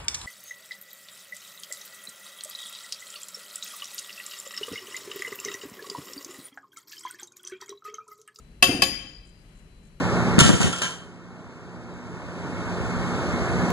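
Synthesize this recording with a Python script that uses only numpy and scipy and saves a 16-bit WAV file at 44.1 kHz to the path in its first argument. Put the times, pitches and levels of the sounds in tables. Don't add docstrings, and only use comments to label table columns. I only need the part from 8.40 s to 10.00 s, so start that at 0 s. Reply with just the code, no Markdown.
import sys
import numpy as np
from scipy import signal
from scipy.fft import rfft, irfft, next_fast_len
from scipy.io import wavfile
from scipy.ndimage import map_coordinates

SR = 44100
rng = np.random.default_rng(int(sys.argv[2]) if len(sys.argv) > 2 else 0)


def wav_out(sig):
    wavfile.write(sys.argv[1], SR, np.round(np.clip(np.atleast_2d(sig).T, -1, 1) * 32767).astype(np.int16))


def level_to_linear(level):
    exponent = np.asarray(level, float) / 20
    return 10 ** exponent


N = 70560


def unit(x):
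    return x / np.sqrt(np.mean(x ** 2) + 1e-20)


def along(points, hz):
    f, v = np.transpose(points)
    return np.interp(np.log(hz + 1), np.log(f + 1), v)


def wobble(rate_hz):
    knots = rng.standard_normal(int(N * rate_hz / SR) + 4)
    return map_coordinates(knots, [np.arange(N) * rate_hz / SR])


def filtered(x, response):
    m = next_fast_len(N + SR // 2)
    hz = np.fft.rfftfreq(m, 1 / SR)
    return irfft(rfft(x, m) * response(hz), m)[..., :N]


# f/Hz, correlation
LIKENESS = [(60, 0.94), (170, 1), (500, 0.79), (1460, -0.05), (4240, -0.0061), (12300, -0.13)]


def rush(spectrum):
    def mid_side(hz):
        angle = np.arccos(np.clip(along(LIKENESS, hz), -1, 1)) / 2
        return level_to_linear(along(spectrum, hz)) * [np.cos(angle), np.sin(angle)]

    mid, side = filtered(rng.standard_normal((2, N)), mid_side)
    return unit(np.array([mid + side, mid - side]))


def dying(start_s, t60_s, rise_s):
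    t = np.maximum(np.arange(N) / SR - start_s, 0)
    return level_to_linear(-60 * t / t60_s) * (1 - np.exp(-t / rise_s))


def ring(start_s, hz, db, t60_s, rise_s, spread, scatter=np.pi):
    phase = scatter * rng.uniform(-1, 1)
    lag = spread * rng.standard_normal() * np.c_[[.5, -.5]]
    t = np.arange(N) / SR - start_s
    return level_to_linear(db) * dying(start_s, t60_s, rise_s) * np.sin(2 * np.pi * hz * t + phase + lag)


def lean(x, points):
    return filtered(x, lambda hz: level_to_linear(along(points, hz) * np.c_[[.5, -.5]]))


# f/Hz, level/dB
DIFFUSE_LEAN = [(60, 3), (150, 1.5), (350, 3), (860, 2), (2080, 9), (5060, 9.5), (12300, 5.5)]


def diffuse(x):
    return lean(x, DIFFUSE_LEAN)


# f/Hz, t60/s
ROOM_T60 = [(100, 1), (400, 0.81), (1500, 0.78), (5000, 0.71), (12000, 0.34)]
# f/Hz, level/dB
WALL_COLOUR = [(1100, -2.5), (1750, 1.5), (3300, -4.5), (3800, -6.5), (4600, -4.5), (7000, -0.5),
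               (7950, -20.5), (8500, 2.5)]


def room(x, likeness):
    wall_delay_s = .008
    a, b = rng.standard_normal((2, SR))
    angle = np.arccos(np.clip(likeness, 0, 1)) / 2
    common, apart = np.cos(angle) * a, np.sin(angle) * b
    hz, t, z = signal.stft([common + apart, common - apart], SR, nperseg=256)
    decay_db = along(WALL_COLOUR, hz)[:, None] - 60 * t / along(ROOM_T60, hz)[:, None]
    tail = signal.istft(z * level_to_linear(decay_db), SR, nperseg=256)[1]
    late = np.pad(x.mean(0), (round(wall_delay_s * SR), 0))[None]
    return signal.fftconvolve(late, tail / np.linalg.norm(tail[0]), axes=1)[:, :N]


# f/Hz, density/dB per Hz
RUMBLE = [(12, -40.5), (20, -4.5), (53, 2), (75, -13), (157, -7.5), (344, -22), (375, -18.5), (600, -30.5),
          (780, -53.5), (1320, -120)]
# f/Hz, density/dB per Hz
AIR_HISS = [(400, -21.5), (570, -3.5), (800, -7.5), (3000, -9.5), (3600, -17.5), (5500, -19), (9500, -18.5),
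            (12700, -23), (14000, -120)]
# f/Hz, rms level/dB, drift/Hz
WHINE_TONES = [(4017, -70.5, 4), (4430, -77.5, 4)]


def appliances():
    rumble_db, hiss_db = -50, -64.5
    t = np.arange(N) / SR
    whine = 0
    for hz, db, drift_hz in WHINE_TONES:
        level = level_to_linear(db - 2 + 1.5 * wobble(15))
        cycles = hz * t + np.cumsum(drift_hz * wobble(20)) / SR
        whine = whine + level * np.sin(2 * np.pi * cycles)
    rumble = level_to_linear(rumble_db + 0.31 * wobble(6.3)) * rush(RUMBLE)
    hiss = level_to_linear(hiss_db + .6 * wobble(6)) * rush(AIR_HISS)
    return diffuse(rumble + hiss + whine)


# t/s, level/dB
LAST_TICKS = [
    (.02, -63),
    (.31, -54),
    (.6, -59.5),
    (0.888, -54.5),
    (1.188, -58.5),
    (1.468, -58),
]
# f/Hz, level/dB
TICK_SPECTRUM = [(5500, -30), (6800, -9.5), (9500, -13.5), (10500, -25.5)]


def insect():
    gap_s, grows_db, tick_s = .019, 1, 0.0094
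    ticks = 0
    for last_s, db in LAST_TICKS:
        for back in range(3):
            ticks = ticks + level_to_linear(db - grows_db * back) * dying(last_s - gap_s * back, 6 * tick_s, tick_s / 2)
    return diffuse(ticks * rush(TICK_SPECTRUM))


# t/s, peak level/dB, plate pitch factor
STRIKES = [
    (.2254, -8, 1.004),
    (.4205, -13, .988),
]
# f/Hz, first blow level/dB, second blow level/dB, t60/s
PLATE_MODES = [(370, -14.5, -20, 0.19), (537, -24.5, -26.5, 0.33), (709.2, -10.5, -12.5, 0.11),
               (803, -26.5, -13, .07), (1117.4, -6, -11.5, 0.095), (1725, -13, -9.5, 0.099),
               (1948, -17.5, -17, .07), (2643, -2.5, -3.5, 0.078), (3637, -17, -13, 0.11),
               (4130, -16.5, -7.5, .12), (6044, -12, -19, 0.08), (9010, -16.5, -17, 0.076),
               (10620, -21, -23, .06), (12500, -22, -20.5, .06)]


def plate_ring(start_s, blow, pitch):
    split, scatter_db = 0.0044, 3
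    total = 0
    for mode in PLATE_MODES:
        for side in (-1, 1):
            hz = mode[0] * pitch * (1 + side * split)
            db = mode[1 + blow] + scatter_db * rng.standard_normal()
            total = total + ring(start_s, hz, db, mode[3], rise_s=.0015, spread=0.96)
    return total


# f/Hz, first blow level/dB, second blow level/dB, t60/s
GLASS_MODES = [(3088, -16.5, -9.5, .2), (3104, -9.5, -12, .22), (3146, -10, -12, 0.2),
               (3211, -10, -18, .22), (4780, -10.5, -12.5, .1), (4886, -13.5, -5, .15),
               (4830, -5.5, 1, .11), (4883, -18, -15, 0.37), (4904, -12, -15.5, .13),
               (6930, -21.5, -16.5, 0.26), (9330, -20.5, -24, 0.14), (9570, -24.5, -28.5, 0.31),
               (11440, -20.5, -27.5, .1), (6965, -26.5, -23.5, 0.18)]


def glass_ring(start_s, blow):
    return sum(ring(start_s, mode[0], mode[1 + blow], mode[3], rise_s=.0015, spread=1.3, scatter=.7)
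               for mode in GLASS_MODES)


# f/Hz, density/dB per Hz
CONTACT_NOISE = [(90, -46), (250, -23), (520, -29), (1100, -18), (2800, -11), (4900, -17.5), (12500, -19),
                 (14000, -120)]


def clatter(start_s):
    crack_db, crack_t60_s = 4, 0.0075
    rattle_db, rattle_t60_s = -5, 0.093
    graze_db, graze_lead_s = -30, .0018
    rebound_db, rebound_delay_s = -7, .0162
    crack = dying(start_s, crack_t60_s, 0.00043)
    graze = level_to_linear(graze_db) * dying(start_s - graze_lead_s, .03, 0.00052)
    rebound = level_to_linear(rebound_db) * dying(start_s + rebound_delay_s, crack_t60_s, .0003)
    rattle = level_to_linear(rattle_db) * dying(start_s, rattle_t60_s, .0015)
    return rush(CONTACT_NOISE) * (level_to_linear(crack_db) * (crack + graze + rebound) + rattle)


# f/Hz, level/dB
DIRECT_LEAN = [(60, 0), (170, 0.0), (500, -1), (1460, 3), (4240, 7), (12300, -3.5)]


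def blows():
    wet_db = -3.5
    plate_send_db = -9.5
    near, far = np.zeros((2, 2, N))
    for blow, (start_s, db, pitch) in enumerate(STRIKES):
        plate = plate_ring(start_s, blow, pitch)
        glass = glass_ring(start_s, blow)
        noise = clatter(start_s)
        near += level_to_linear(db) * (plate + glass + noise)
        far += level_to_linear(db + wet_db) * room(level_to_linear(plate_send_db) * plate + glass + noise, likeness=0.15)
    return lean(near, DIRECT_LEAN) + diffuse(far)


# t/s, level/dB, pitch factor
FOOT_KNOCKS = [(0.2266, -15, 0.78), (0.267, -23, 0.6), (0.281, -18.5, 0.79), (0.2916, -8.5, 0.97),
               (0.315, -21.5, 1.3), (.331, -17.5, 1.1), (.347, -14, 1.02), (.370, -24, .98),
               (.392, -17, .95), (0.429, -19.5, .72), (.46, -25, .98), (0.486, -25, 1.11),
               (0.521, -27, 0.73)]
# f/Hz, level/dB, t60/s
TABLE_MODES = [(132, -12.5, 0.07), (205, -8.5, .05), (284.1, 1, 0.042), (361.7, -12, 0.089),
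               (463, -13.5, 0.054), (729.3, -14.5, 0.068), (927.4, -21, 0.026)]


def rocking():
    wet_db = -10
    knocks = 0
    for start_s, db, pitch in FOOT_KNOCKS:
        for mode_hz, mode_db, t60_s in TABLE_MODES:
            hz = mode_hz * pitch * (1 + 0.025 * rng.standard_normal())
            level_db = db + mode_db + 0.59 * rng.standard_normal()
            knocks = knocks + ring(start_s, hz, level_db, t60_s, rise_s=.0025, spread=0.24, scatter=0.56)
    return knocks + level_to_linear(wet_db) * room(knocks, likeness=.95)


def scene():
    return blows() + rocking() + appliances() + insect()


def low_pass(x):
    return signal.sosfilt(signal.butter(12, 12500, fs=SR, output="sos"), x)


def record(dry):
    top_hz, slope_hz = 12600, 500

    def band(hz):
        slope = np.clip((hz - top_hz + slope_hz) / slope_hz, 0, 1)
        return level_to_linear(-9 * slope) * (hz < top_hz)

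    mix = filtered(np.clip(dry, -.9, .9), band)
    return low_pass(mix)


dry = scene()
out = record(dry)
wav_out(out)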